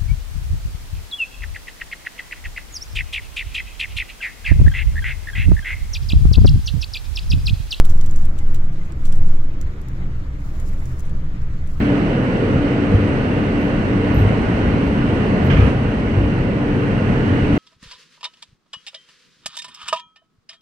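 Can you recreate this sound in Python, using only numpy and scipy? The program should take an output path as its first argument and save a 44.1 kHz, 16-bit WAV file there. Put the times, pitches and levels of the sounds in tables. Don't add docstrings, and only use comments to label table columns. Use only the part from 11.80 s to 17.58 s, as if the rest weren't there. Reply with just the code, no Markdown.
import sys
import numpy as np
from scipy import signal
from scipy.fft import rfft, irfft
from scipy.io import wavfile
from scipy.ndimage import uniform_filter1d

SR = 44100
rng = np.random.default_rng(int(sys.argv[2]) if len(sys.argv) > 2 else 0)


def dump_mix(stems):
    frames = np.atleast_2d(stems).T
    limited = np.clip(frames, -1, 1)
    pcm = np.round(limited * 32767).astype(np.int16)
    wavfile.write(sys.argv[1], SR, pcm)


def voltage_ratio(level):
    return 10 ** (np.asarray(level, float) / 20)


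N = 254898


def evened(x):
    return x / np.sqrt(np.mean(np.atleast_2d(x).mean(0) ** 2) + 1e-20)


def read(points, hz):
    f, value = np.transpose(points)
    return np.interp(np.log(hz + 1), np.log(f + 1), value)


def curve(points):
    times, values = np.transpose(points)
    return np.interp(np.arange(N) / SR, times, values)


def add(mix, s, sound):
    part = mix[..., round(s * SR):][..., :sound.shape[-1]]
    part += sound[..., :part.shape[-1]]


def resonate(x, hz, width_hz):
    turn = np.exp(2j * np.pi * np.cumsum(hz * np.ones(x.shape[-1])) / SR)
    r = np.exp(-np.pi * width_hz / SR)
    return 2 * (turn * signal.lfilter([1 - r], [1, -r], x / turn)).real


def drift(top_hz):
    t = np.arange(0, N, 256) / SR
    slow = np.zeros(len(t))
    for f in np.geomspace(.2, top_hz, num=20):
        slow += np.sin(2 * np.pi * (f * t + rng.random())) / np.sqrt(f)
    return np.interp(np.arange(N) / SR, t, evened(slow))


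def struck(t, rise_s, t60_s):
    rise = np.sin(np.pi / 2 * np.clip(t / max(rise_s, 1e-4), 0, 1)) ** 2
    return rise * voltage_ratio(-60 * np.maximum(t - rise_s, 0) / t60_s)


def steadied(x, width_s):
    size = round(width_s * SR)
    swell = uniform_filter1d(uniform_filter1d(x.mean(0) ** 2, size), size)
    return evened(x / np.sqrt(swell + 0.071))


def ports(size):
    # (frequency [Hz], likeness [0-1])
    likeness = [(25, 0.88), (60, 1), (250, 0.94), (450, 0.83), (680, 0.52), (820, 0.4), (1100, 0.2),
                (1600, 0.19), (2200, 0.09), (2750, .45), (3500, 0), (5000, 0.02), (7000, 0.15)]
    # (frequency [Hz], lead [rad])
    phase_lead = [(0, 0), (900, -.9), (1400, -3.2), (2300, -3.6), (2600, -6.8), (3500, -8.4), (7000, -17)]
    hz = np.fft.rfftfreq(size, 1 / SR)
    a, b, c, d = rng.standard_normal((N // (size // 4) + 5, len(hz), 4)).T
    same = np.clip(read(likeness, hz), 0, 1)[:, None]
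    turn = np.exp(1j * np.interp(hz, *np.transpose(phase_lead)))[:, None]
    right = a + 1j * b
    left = same * turn * right + np.sqrt(1 - same ** 2) * (c + 1j * d)
    return hz, np.array([left, right])


def rolling(lo_hz, hi_hz, size, patchy_db):
    # (frequency [Hz], density [dB per Hz])
    rail_colour = [(18, -17.5), (32, -4), (100, -2.5), (260, -4.5), (350, -11), (560, -12), (720, -18),
                   (2000, -22), (3050, -27.5), (3450, -37.5), (4400, -38.5), (4950, -44), (6300, -45),
                   (9000, -54), (9900, -56.5)]
    # (frequency [Hz], width [Hz], level [dB])
    car_modes = [(33, 10, 7), (59.3, 10, 4.5), (98, 21, 10), (130.5, 11, 9), (191.4, 20, 3.5),
                 (224.6, 15, 3), (246.5, 6.1, 2), (327, 11, 2.5), (423, 69, 2), (472, 36, 4),
                 (1464, 54, 5.5), (1980, 270, 1.5), (2727, 27, 8), (2876, 25, 8), (7050, 570, -8.5),
                 (8570, 1200, 5)]
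    hz, z = ports(size)
    modes_db = sum(db / (1 + (2 * (hz - f) / w) ** 2) for f, w, db in car_modes)
    band = 1 / np.sqrt((1 + (lo_hz / (hz + 1)) ** 8) * (1 + (hz / hi_hz) ** 8))
    spectrum = band * voltage_ratio(read(rail_colour, hz) + modes_db)
    patches = uniform_filter1d(rng.standard_normal(z.shape[1:]), 12, axis=0)
    patches = uniform_filter1d(patches, 8, axis=1)
    z = z * spectrum[:, None] * voltage_ratio(patchy_db * patches / patches.std())
    return evened(signal.istft(z, nperseg=size, noverlap=size - size // 4)[1][:, :N])


def jolted(rest_db, index):
    # (time [s], boom level [dB], sway level [dB], spread [s])
    jolts = [(0.0, -25, -25, 0.13), (.42, -26, -37, 0.15), (.76, -19.5, -21, 0.097),
             (1.15, -13.5, -22, 0.049), (1.3, -21.5, -35, 0.037), (1.58, -22, -34.5, 0.084),
             (1.96, -26, -24, .06), (2.16, -20, -35, 0.078), (2.37, -15.5, -15, 0.058),
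             (2.49, -17, -16, 0.059), (2.62, -28, -26, .05), (2.73, -20, -42, .08), (2.88, -19, -21.5, .05),
             (2.96, -18, -26, 0.045), (3.09, -22.5, -20.5, 0.04), (3.2, -22, -28, 0.066),
             (3.32, -19.5, -42, .04), (3.54, -20, -27.5, 0.06), (3.7, -17, -31, .09),
             (3.84, -11, -21, 0.046), (4.07, -34.5, -20.5, 0.15), (4.4, -26.5, -16.5, 0.079),
             (4.57, -22.5, -29, 0.2), (4.97, -17, -33, 0.041), (5.14, -19.5, -33, 0.094),
             (5.31, -18, -27, .06), (5.52, -15, -35, .06), (5.63, -17.5, -25.5, 0.045),
             (5.73, -18, -22.5, 0.042)]
    fall_db = 8.5
    t = np.arange(0, N, 64) / SR
    energy = voltage_ratio(2 * rest_db)
    for row in jolts:
        energy = energy + voltage_ratio(2 * (row[index] - fall_db * abs(t - row[0]) / row[3]))
    return np.interp(np.arange(N) / SR, t, np.sqrt(energy))


def train():
    # (time [s], level against the usual [dB])
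    roughness = [(0, .5), (.5, 0.4), (.84, 0.5), (1.9, 0), (2.16, -1), (2.45, 0.5), (3.0, 0), (3.73, 1.5),
                 (3.88, 3), (3.94, -1), (4.36, -2.5), (4.89, -2.5), (4.96, -1.5), (5.34, 0.5), (5.72, 1),
                 (5.78, 2.5)]
    rough_db = curve(roughness)
    boom_gain = jolted(-26.5, index=1)

    deep = voltage_ratio(-29.5) * steadied(rolling(26, 41, size=8192, patchy_db=3.0), .3)
    sway = jolted(-37.5, index=2) * steadied(rolling(41, 78, size=8192, patchy_db=-2.5), 0.054)
    boom = boom_gain * steadied(rolling(78, 170, size=8192, patchy_db=3.2), 0.043)
    roar = steadied(rolling(172.0, 734, size=4096, patchy_db=0.6), 0.076)
    hiss = voltage_ratio(-30.5 + rough_db) * rolling(748, 13000, size=2048, patchy_db=0.8)
    flutter = voltage_ratio(0.42 * drift(40))

    roar_db = -19.5 + 0.66 * rough_db + 0.3 * drift(12)
    roar_gain = np.hypot(voltage_ratio(roar_db), voltage_ratio(-10) * boom_gain)
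    return deep + sway + boom + roar_gain * roar + hiss * flutter


def load():
    # (start [s], hold [s], level of the third order [dB])
    surges = [(0.056, .08, -24), (.78, 0.11, -22.5), (1.05, .3, -24), (1.61, .01, -24), (1.76, 0.16, -25),
              (2.132, 0.13, -22), (2.95, 0.27, -25.5), (3.553, 0.24, -30), (3.95, .15, -31.5),
              (4.45, 0.017, -25), (4.8, .05, -24.5), (4.983, .05, -24), (5.42, 0.13, -29.5),
              (5.693, .1, -22.5)]
    pull_db_per_s, coast_db_per_s, idle_db, wobble_db = 88, 74.5, -41, 1.7
    t = np.arange(N) / SR
    ramps = []
    for s, hold, db in surges:
        pull = pull_db_per_s * np.maximum(s - t, 0)
        coast = coast_db_per_s * np.maximum(t - s - hold, 0)
        ramps.append(db - pull - coast)
    return voltage_ratio(np.maximum(np.max(ramps, axis=0), idle_db) + wobble_db * drift(15))


def motor():
    # (multiple of the shaft [1], level against the load [dB])
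    orders = [(1, -9), (2, -10), (3, 1)]
    shaft_hz = 96.4
    turns = np.cumsum(shaft_hz * (1 + .003 * drift(6))) / SR
    hum = sum(voltage_ratio(db + 2.5) * np.sin(2 * np.pi * k * turns) for k, db in orders)
    return load() * hum


def squeaks():
    # (time [s], level [dB], frequency [Hz], fall [Hz], t60 [s])
    flange_squeaks = [(2.326, -48, 13170, 77, 0.36), (2.345, -54, 12920, 57, .45),
                      (2.36, -59, 12600, 0, .6), (3.63, -55, 12960, 60, 0.41), (3.76, -61, 12550, 0, .25),
                      (3.765, -60, 11700, 0, .2), (3.765, -60, 10900, 0, .2), (3.8, -57, 10000, 3, 0.61),
                      (.03, -65, 12600, 0, .3), (.03, -64, 11500, 0, .15), (.03, -64, 10300, 0, .15),
                      (1.6, -66, 12700, 2, .2), (1.79, -61, 12800, 100, .5), (1.81, -66, 13400, 0, .2),
                      (2.9, -68, 12500, 0, .2), (3.05, -65, 12200, 0, .3), (3.04, -65, 11400, 0, .2),
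                      (3.04, -66, 13200, 0, .15), (4.42, -66, 11440, 0, .3), (5.39, -67, 11400, 0, .3)]
    out, t = np.zeros((2, N)), np.arange(SR // 3) / SR
    for s, db, hz, fall_hz, t60 in flange_squeaks:
        track = hz - fall_hz * np.clip(t / .15, 0, 1)
        whistle = resonate(rng.standard_normal(len(t)), track, 160)
        whistle = resonate(whistle, track, 160)
        add(out[1], s, voltage_ratio(db) * evened(whistle) * struck(t, .023, t60))
    return out


def clacks():
    # (time [s], level [dB], t60 [s], dullness [0-1])
    knocks = [
        (3.697, -18.5, 0.45, 0),
        (3.765, -22.5, 0.37, 0.4),
        (3.795, -24.5, 0.36, 0.6),
        (3.83, -31, .4, .6),
        (3.89, -34, .3, .5),
    ]
    # (frequency [Hz], width [Hz], level [dB])
    wheel_modes = [(1294, 300, -0.5), (1635, 430, 3), (1980, 400, -1), (2420, 190, 1), (2890, 460, 0),
                   (4340, 1800, -17.5)]
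    out, t = np.zeros((2, N)), np.arange(SR // 2) / SR
    for s, db, t60, dull in knocks:
        noise = rng.standard_normal((2, len(t)))
        ring = np.zeros((2, len(t)))
        for f, w, mode_db in wheel_modes:
            dulled_db = mode_db - 12 * dull * np.log2(f / 1500)
            ring += voltage_ratio(dulled_db) * evened(resonate(resonate(noise, f, w), f, w))
        add(out, s, voltage_ratio(db - 5) * evened(ring) * struck(t, 0.0061, t60))
    door = signal.butter(6, 6200, fs=SR, output="sos")
    return signal.sosfilt(door, out) * voltage_ratio([[-3.5], [0]])


def thumps():
    # (time [s], level [dB], frequency [Hz], rise [s], t60 [s])
    joints = [(1.151, -12, 95.3, .015, 0.59), (2.33, -18, 45.8, .03, .3), (2.36, -20, 65, .03, 0.3),
              (2.419, -8, 98, .03, 0.45), (2.45, -24, 135, .03, 0.24), (3.7, -16, 137, .05, .6),
              (3.75, -15.5, 42.2, .04, .3), (3.78, -9.5, 63.2, .04, .5), (3.8, -9.5, 100, .04, 0.72),
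              (3.821, -13.5, 149.6, .03, 0.3), (4.38, -12, 97, .02, 0.17), (5.319, -18, 110, .03, 0.57)]
    stiffening = .8
    out, t = np.zeros(N), np.arange(SR // 2) / SR
    for s, db, hz, rise, t60 in joints:
        cycles = hz * (t + stiffening * (t - rise) ** 2 / 2)
        add(out, s - rise, voltage_ratio(db) * struck(t, rise, t60) * np.sin(2 * np.pi * cycles))
    return out


def scene():
    return train() + motor() + squeaks() + clacks() + thumps()


def gated(x):
    # (frequency [Hz], threshold [dB])
    gate_points = [(5500, -92), (6600, -88), (7050, -83.5), (7500, -86), (9300, -83.2), (13000, -83.2)]
    how = dict(window="cosine", nperseg=2048, noverlap=1024)
    hz, _, z = signal.stft(x, SR, **how)
    group = np.sqrt(abs(uniform_filter1d(abs(z) ** 2, size=8, axis=1)))
    treble = group[1, (hz > 7500) & (hz < 9000)].mean(0)
    treble = uniform_filter1d(treble, size=5)
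    threshold = voltage_ratio(read(gate_points, hz))[:, None] * treble / treble.mean()
    return signal.istft(z * (group > threshold), SR, **how)[1][:, :N]


def top_cut(x):
    return signal.sosfilt(signal.butter(12, 14000, fs=SR, output="sos"), x)


def record(dry):
    # (frequency [Hz], level [dB])
    left_muffle = [(60, 0.5), (400, 0.5), (560, -3), (750, 1), (1100, -4), (2000, -3.5), (3000, -5),
                   (3500, -3.5), (4500, -8), (6000, -9), (6600, -13), (7050, -15)]
    both = signal.sosfilt(signal.butter(2, 24., "high", fs=SR, output="sos"), dry)
    both = both * signal.windows.tukey(N, .006 * SR / N)
    both = both / (1 + abs(both) ** 6) ** (1 / 6)
    hz = np.fft.rfftfreq(N, 1 / SR)
    left_quiet_hz = 7200
    left = irfft(rfft(both[0]) * voltage_ratio(read(left_muffle, hz)) * (hz < left_quiet_hz), N)
    mix = gated(np.array([left, both[1]]))
    return top_cut(mix)


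dry = scene()
out = record(dry)
dump_mix(out)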